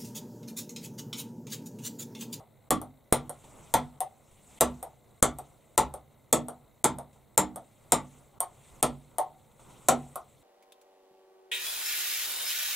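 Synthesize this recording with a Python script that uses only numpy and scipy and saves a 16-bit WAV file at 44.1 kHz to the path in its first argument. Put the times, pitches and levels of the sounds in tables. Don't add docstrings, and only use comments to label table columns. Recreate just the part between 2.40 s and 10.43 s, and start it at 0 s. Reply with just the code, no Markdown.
import sys
import numpy as np
from scipy import signal
from scipy.fft import rfft, irfft, next_fast_len
from scipy.io import wavfile
from scipy.ndimage import uniform_filter1d, map_coordinates

SR = 44100
rng = np.random.default_rng(int(sys.argv[2]) if len(sys.argv) > 2 else 0)


def natural_amplitude(level_db):
    exponent = np.asarray(level_db, float) / 20
    return 10 ** exponent


def to_wav(sig):
    pcm = np.clip(np.atleast_2d(sig), -1, 1) * 32767
    pcm = np.round(pcm).astype(np.int16)
    wavfile.write(sys.argv[1], SR, pcm.T)


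N = 354108
SPAN = SR // 2
T = np.arange(SPAN) / SR


def along(points, hz):
    f, v = np.transpose(points)
    return np.interp(np.log(hz + 1), np.log(f + 1), v)


def unit(x, seconds=None):
    head = x[..., :int(seconds * SR)] if seconds else x
    return x / np.sqrt(np.mean(head ** 2) + 1e-20)


def noise(spectrum, alike, size):
    hz = np.fft.rfftfreq(size, 1 / SR)
    turn = np.arccos(np.clip(along(alike, hz), -1, 1)) / 2
    white = rfft(rng.standard_normal((2, size)))
    coloured = white * natural_amplitude(along(spectrum, hz))
    mid, side = irfft(coloured * [np.cos(turn), np.sin(turn)], size)
    return unit(np.array([mid + side, mid - side]))


def wobble(rate):
    knots = rng.standard_normal(int(N * rate / SR) + 4)
    return map_coordinates(knots, [np.arange(N) * rate / SR])


# frequency in Hz, level in dB per Hz.
AIR_SPECTRUM = [(15, -48), (25, -19.5), (70, -11.5), (144, -1.5), (169, -20.5), (210, -9), (274, -17),
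                (583, -13), (1710, -33.5), (2070, -34.5), (3840, -44), (4760, -49), (15600, -31.5)]
# frequency in Hz, likeness (1 = the same).
AIR_LIKENESS = [(60, 0.82), (600, .6), (1500, 1), (6000, 0.41), (9000, 1), (15000, .2)]
# frequency in Hz, level in dB per Hz.
QUIET_TOP = [(15900, -60), (17000, -120)]


def still_air():
    return natural_amplitude(-62.5) * noise(list(AIR_SPECTRUM) + QUIET_TOP, AIR_LIKENESS, N)


# frequency in Hz, level in dB per Hz.
LENS_SPECTRUM = [(1500, -34), (2050, 8), (2800, -20), (3800, 3.5), (4500, -6.5), (5200, -39)]


def lens():
    fields_per_s, tick_width, bed = 59.94, .2, .3
    field = (np.arange(N) / SR - .0003) * fields_per_s
    tick = np.exp(-((field % 1 - .5) / tick_width) ** 2)
    weak_turn = natural_amplitude(-4 * (field // 1 % 2))
    return natural_amplitude(-74.5) * (bed + tick * weak_turn) * noise(LENS_SPECTRUM, [(20, 1.0)], N)


# time in seconds, cloth level in dB.
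EFFORT_CURVE = [(0.74, -82.5), (0.92, -69.5), (1.29, -65), (1.61, -76.5), (1.95, -74), (2.2, -61),
                (2.57, -79), (3.09, -74), (3.62, -80.5), (5.07, -80.5), (5.75, -68.5), (5.97, -78),
                (6.28, -66), (6.84, -77.5), (7.15, -76.5), (7.28, -66.5), (7.62, -65.5), (7.85, -74)]
# frequency in Hz, level in dB per Hz.
CLOTH_SPECTRUM = [(1200, -32), (2000, -9.5), (3700, -10.5), (4900, -20.5), (7900, -4.5), (11000, -16),
                  (15550, -23.5)]
# frequency in Hz, level in dB per Hz.
BODY_SPECTRUM = [(60, -3), (150, -2), (430, -8.5), (900, -8), (1400, -15), (2000, -42)]
# frequency in Hz, likeness (1 = the same).
ROOM_LIKENESS = [(60, 0.95), (200, 0.92), (700, 0.85), (1500, 1), (3000, .9), (5000, 1), (8000, 0.86),
                 (15000, 0.13)]


def shirt():
    t = np.arange(N) / SR
    effort_db = np.interp(t, *np.transpose(EFFORT_CURVE))

    z = signal.stft(noise(list(CLOTH_SPECTRUM) + QUIET_TOP, ROOM_LIKENESS, N), nperseg=256)[2]
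    patches = uniform_filter1d(rng.standard_normal(z.shape[1:]), size=10, axis=0)
    patches = unit(uniform_filter1d(patches, size=8, axis=1))
    cloth = unit(signal.istft(z * natural_amplitude(2.5 * patches), nperseg=256)[1][:, :N])

    lead_s, swing_s = .04, .05
    swings = natural_amplitude(-63.5) * sum(np.exp(-((t - row[0] + lead_s) / swing_s) ** 2) for row in RETURNS)

    shuffle = natural_amplitude(-66.5 + 0.81 * (effort_db - effort_db.mean()))
    body = (shuffle + swings) * natural_amplitude(3.1 * wobble(11)) * noise(BODY_SPECTRUM, AIR_LIKENESS, N)
    return natural_amplitude(effort_db + 4.5) * cloth + body


def ring(modes, t60, attack):
    scatter_db, retune = 2.5, .006
    hz, db = np.transpose(modes)[:, :, None]
    strength, tuning = rng.standard_normal((2, len(modes), 1))
    fading = natural_amplitude(db + scatter_db * strength - 60 * T / t60)
    tones = fading * np.sin(2 * np.pi * hz * (1 + retune * tuning) * T)
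    return tones.sum(0) * (1 - np.exp(-T / attack))


# frequency in Hz, seconds to fade by 60 dB.
SHELL_FADE = [(6000, .008), (8740, .011), (9750, .008), (11000, .005), (15000, .004)]


def shell(modes, attack):
    return ring(modes, along(SHELL_FADE, np.transpose(modes)[0])[:, None], attack)


def wood(modes, t60, attack):
    band = signal.butter(4, (300, 1400), "bandpass", fs=SR, output="sos")
    return signal.sosfilt(band, ring(modes, t60, attack))


# frequency in Hz, level in dB per Hz.
CRACK_SPECTRUM = [(300, -33.5), (1300, -12), (2000, 0.5), (2700, -8), (3400, 1), (5000, -7), (7500, 3.5),
                  (10500, -3.5), (13000, -10), (16500, -23.5)]


def crack():
    cepstrum = irfft(np.log(natural_amplitude(along(CRACK_SPECTRUM, np.fft.rfftfreq(SPAN, 1 / SR)))), SPAN)
    cepstrum[1:SPAN // 2] *= 2
    cepstrum[SPAN // 2 + 1:] = 0
    snap = irfft(np.exp(rfft(cepstrum)), SPAN)
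    buckle, echo = (SR * rng.uniform([.0006, .0014], [.001, .0024])).astype(int)
    light = natural_amplitude(-14) * snap
    return light - np.pad(snap, (buckle, 0))[:SPAN] + np.pad(light, (echo, 0))[:SPAN]


# frequency in Hz, seconds to fade by 60 dB.
ROOM_FADE = [(100, 0.4), (400, 0.18), (1100, 0.19), (3000, 0.19), (8000, 0.12), (14000, 0.077)]
# frequency in Hz, level in dB.
WALL_SPECTRUM = [(200, 2.5), (1000, 1), (3000, -2), (9000, -7.5), (15000, -2)]


def tail():
    hz, t, z = signal.stft(noise(WALL_SPECTRUM, ROOM_LIKENESS, SPAN), SR, nperseg=128)
    decay = natural_amplitude(-60 * t / along(ROOM_FADE, hz)[:, None])
    answer = signal.istft(z * decay, SR, nperseg=128)[1][:, :SPAN]
    answer = answer * np.clip((T - .001) / 0.0012, 0, 1)
    return answer / np.linalg.norm(answer[0])


def heard(layers, wet_db, pan_db):
    answer = natural_amplitude(wet_db) * tail()
    answer[:, 0] += natural_amplitude([pan_db / 2, -pan_db / 2])
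    total = 0
    for x, db, seconds in layers:
        in_room = signal.fftconvolve(x[None], answer, axes=1)[:, :SPAN]
        total = total + natural_amplitude(db) * unit(in_room, seconds)
    return total


def add(track, s, sound):
    track[:, SPAN + round(s * SR):][:, :SPAN] += sound


# start in seconds, blade level in dB, shell level in dB,
# left-right balance in dB, struck spot's pitch in Hz.
RETURNS = [(0.4152, -43, -43.5, -1, 690), (0.8945, -40.5, -37.5, -3, 960), (1.6048, -29.5, -31, 5, 742),
           (2.4276, -39.5, -40.5, -4, 744), (2.9859, -40.5, -42.5, 1, 716),
           (3.539, -40.5, -43.5, -3.5, 788), (4.0838, -40.5, -40.5, 2.7, 706),
           (4.5852, -40.5, -44, -3.5, 774), (5.1594, -41, -41, -1.5, 726), (6.0039, -33.5, -24, -4.5, 935),
           (6.7833, -26, -29.5, 4, 779), (7.757, -37, -39, -4, 1235)]
EARLIER_RETURN = [
    (-.03, -42, -44, 0, 820),
]
# frequency in Hz, level in dB.
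LOW_SHELL = [(6550, -5), (7000, 0), (7350, 4), (7820, 2)]
# frequency in Hz, level in dB.
HIGH_SHELL = [(8350, -9), (8740, -2.5), (9750, -3.5), (10400, -6.5), (11000, -3.5), (11900, -2),
              (12500, -8), (13100, -9.5), (14000, -23), (15000, -19)]
# frequency in Hz, level in dB.
BLADE_MODES = [(500, -9), (630, -0.5), (750, 8.5), (890, 2), (1060, 2), (1200, 0.5), (1330, -10)]
# blade level in dB, seconds to fade by 60 dB.
RUBBER_FADE = [(-39, .013), (-29, .04)]


def paddles():
    track = np.zeros((2, N + 2 * SPAN))
    for s, blade_db, high_db, pan_db, spot_hz in EARLIER_RETURN + list(RETURNS):
        t60 = np.interp(blade_db, *np.transpose(RUBBER_FADE))
        blade = [(hz, db - 1100 * t60 * np.log2(hz / spot_hz) ** 2) for hz, db in BLADE_MODES]
        layers = [(shell(LOW_SHELL, 0.0012), high_db - 29, .01),
                  (shell(HIGH_SHELL, 0.0007), high_db, .01),
                  (crack(), (blade_db + high_db) / 2 - 13, .01),
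                  (wood(blade, t60, 0.0016), blade_db, .03)]
        add(track, s, heard(layers, 0.85, 0.76 * pan_db))
    return track[:, SPAN:-SPAN]


# start in seconds, board level in dB, low shell level in dB,
# high shell level in dB, panel level in dB.
TABLE_BOUNCES = [(0.306, -24, -31.5, -25, -31.5), (0.7253, -26, -38, -22.5, -39),
                 (1.3394, -20.5, -42, -25, -37.5), (2.2081, -20.5, -20, -22, -35.5),
                 (2.826, -24, -15, -21, -38), (3.3775, -20, -22.5, -23.5, -38.5),
                 (3.9272, -23, -16.5, -22.5, -33.5), (4.4422, -22.5, -18.5, -23, -35),
                 (4.977, -22.5, -15.5, -22.5, -34), (5.5209, -22.5, -17.5, -21, -35.5),
                 (6.4272, -24, -62, -23, -36), (7.4854, -19, -18, -22.5, -34.5)]
# time in seconds, peak level in dB.
AIR_SHOVES = [
    (.7259, -3),
    (2.8278, -3.5),
]
# frequency in Hz, level in dB.
BOARD_MODES = [(420, -13.5), (510, -5), (590, -3), (660, 0.5), (750, 2.5), (870, 3), (980, -3.5),
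               (1150, -0.5), (1290, -4)]
# frequency in Hz, level in dB.
PANEL_MODES = [(244.75, -0.5), (260.3, -9), (195.3, -9.5), (308.6, -9)]
# frequency in Hz, level in dB.
LEG_MODES = [(55, -7.5), (68, -5.5), (100, -10), (133, -6), (141, 2), (149, -3.5)]


def table():
    track = np.zeros((2, N + 2 * SPAN))
    for s, board_db, low_db, high_db, panel_db in TABLE_BOUNCES:
        layers = [(shell(LOW_SHELL, 0.0012), low_db - 4.5, .01),
                  (shell(HIGH_SHELL, .0004), high_db + 1.5, .01),
                  (crack(), (board_db + high_db) / 2 - 3.5, .01),
                  (wood(BOARD_MODES, .018, 0.0031), board_db, .03)]
        add(track, s, heard(layers, 2.2, 0))
        hum = [(ring(PANEL_MODES, 0.3, 0.0084), panel_db, .06),
               (ring(LEG_MODES, 0.47, 0.0028), -39, .06)]
        add(track, s, heard(hum, -10, 0))
    for s, db in AIR_SHOVES:
        add(track, s - .002, -natural_amplitude(db) * np.exp(-((T - .002) / 0.00028) ** 2))
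    return track[:, SPAN:-SPAN]


# start in seconds, thud level in dB, knock level in dB, scuff level in dB.
BODY_BUMPS = [
    (1.04, -46, -41.5, -53.5),
    (1.91, -46, -68, -60),
    (4.727, -60, -67.5, -61),
    (4.759, -52, -49.5, -68.5),
    (5.239, -59, -62.5, -64.5),
    (5.807, -52, -51, -72),
    (6.317, -43.5, -53.5, -68),
    (6.988, -56.5, -70, -68.5),
    (7.194, -52, -44.5, -58),
]
# frequency in Hz, level in dB.
FLOOR_MODES = [(45, 0.5), (62, -2.5), (90, -3)]


def bumps():
    track = np.zeros((2, N + 2 * SPAN))
    for s, thud_db, knock_db, scuff_db in BODY_BUMPS:
        scuff = noise(list(CLOTH_SPECTRUM) + QUIET_TOP, ROOM_LIKENESS, SPAN)
        scuff = scuff * natural_amplitude(-60 * T / 0.21) * (1 - np.exp(-T / 0.0015))
        dull = [(ring(FLOOR_MODES, 0.062, .003), thud_db - 15, .02),
                (wood(BOARD_MODES, .009, 0.0037), knock_db - 13.5, .02)]
        add(track, s, heard(dull, 0, 0) + natural_amplitude(scuff_db - 3.5) * scuff)
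    return track[:, SPAN:-SPAN]


def scene():
    return still_air() + lens() + shirt() + paddles() + table() + bumps()


def dips_before_blows():
    step_s, first_step_s, wake_s = 1024 / 48000, .0142, .0052
    t = np.arange(N) / SR
    blows = [(row[0], -28) for row in TABLE_BOUNCES]
    blows += [(row[0], -15) for row in RETURNS if row[2] > -38]
    gain_db = np.zeros(N)
    for s, db in blows:
        start = s - (s - first_step_s) % step_s
        end = s - wake_s
        if end > start:
            gain_db += db * np.clip(np.minimum(t - start, end - t) / .001 + 1, 0, 1)
    return gain_db


def band_limit(x):
    return signal.sosfilt(signal.butter(12, 16670, fs=SR, output="sos"), x)


# frequency in Hz, left-right balance in dB.
PORT_BALANCE = [(60, 1.5), (180, -3), (550, 0.5), (1650, 2), (4970, 0.0), (15000, 0.5)]
# frequency in Hz, level in dB.
TOP_EDGE = [(16400, 0), (16900, -60)]


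def record(dry):
    size = next_fast_len(N + 4096)
    hz = np.fft.rfftfreq(size, 1 / SR)
    colour = natural_amplitude(along(TOP_EDGE, hz) + np.outer([.5, -.5], along(PORT_BALANCE, hz)))
    ported = irfft(rfft(dry, size) * colour, size)[:, :N]
    ceiling = .93
    held = ported / (1 + abs(ported / ceiling) ** 8) ** (1 / 8)
    return band_limit(held * natural_amplitude(dips_before_blows()))


dry = scene()
out = record(dry)
to_wav(out)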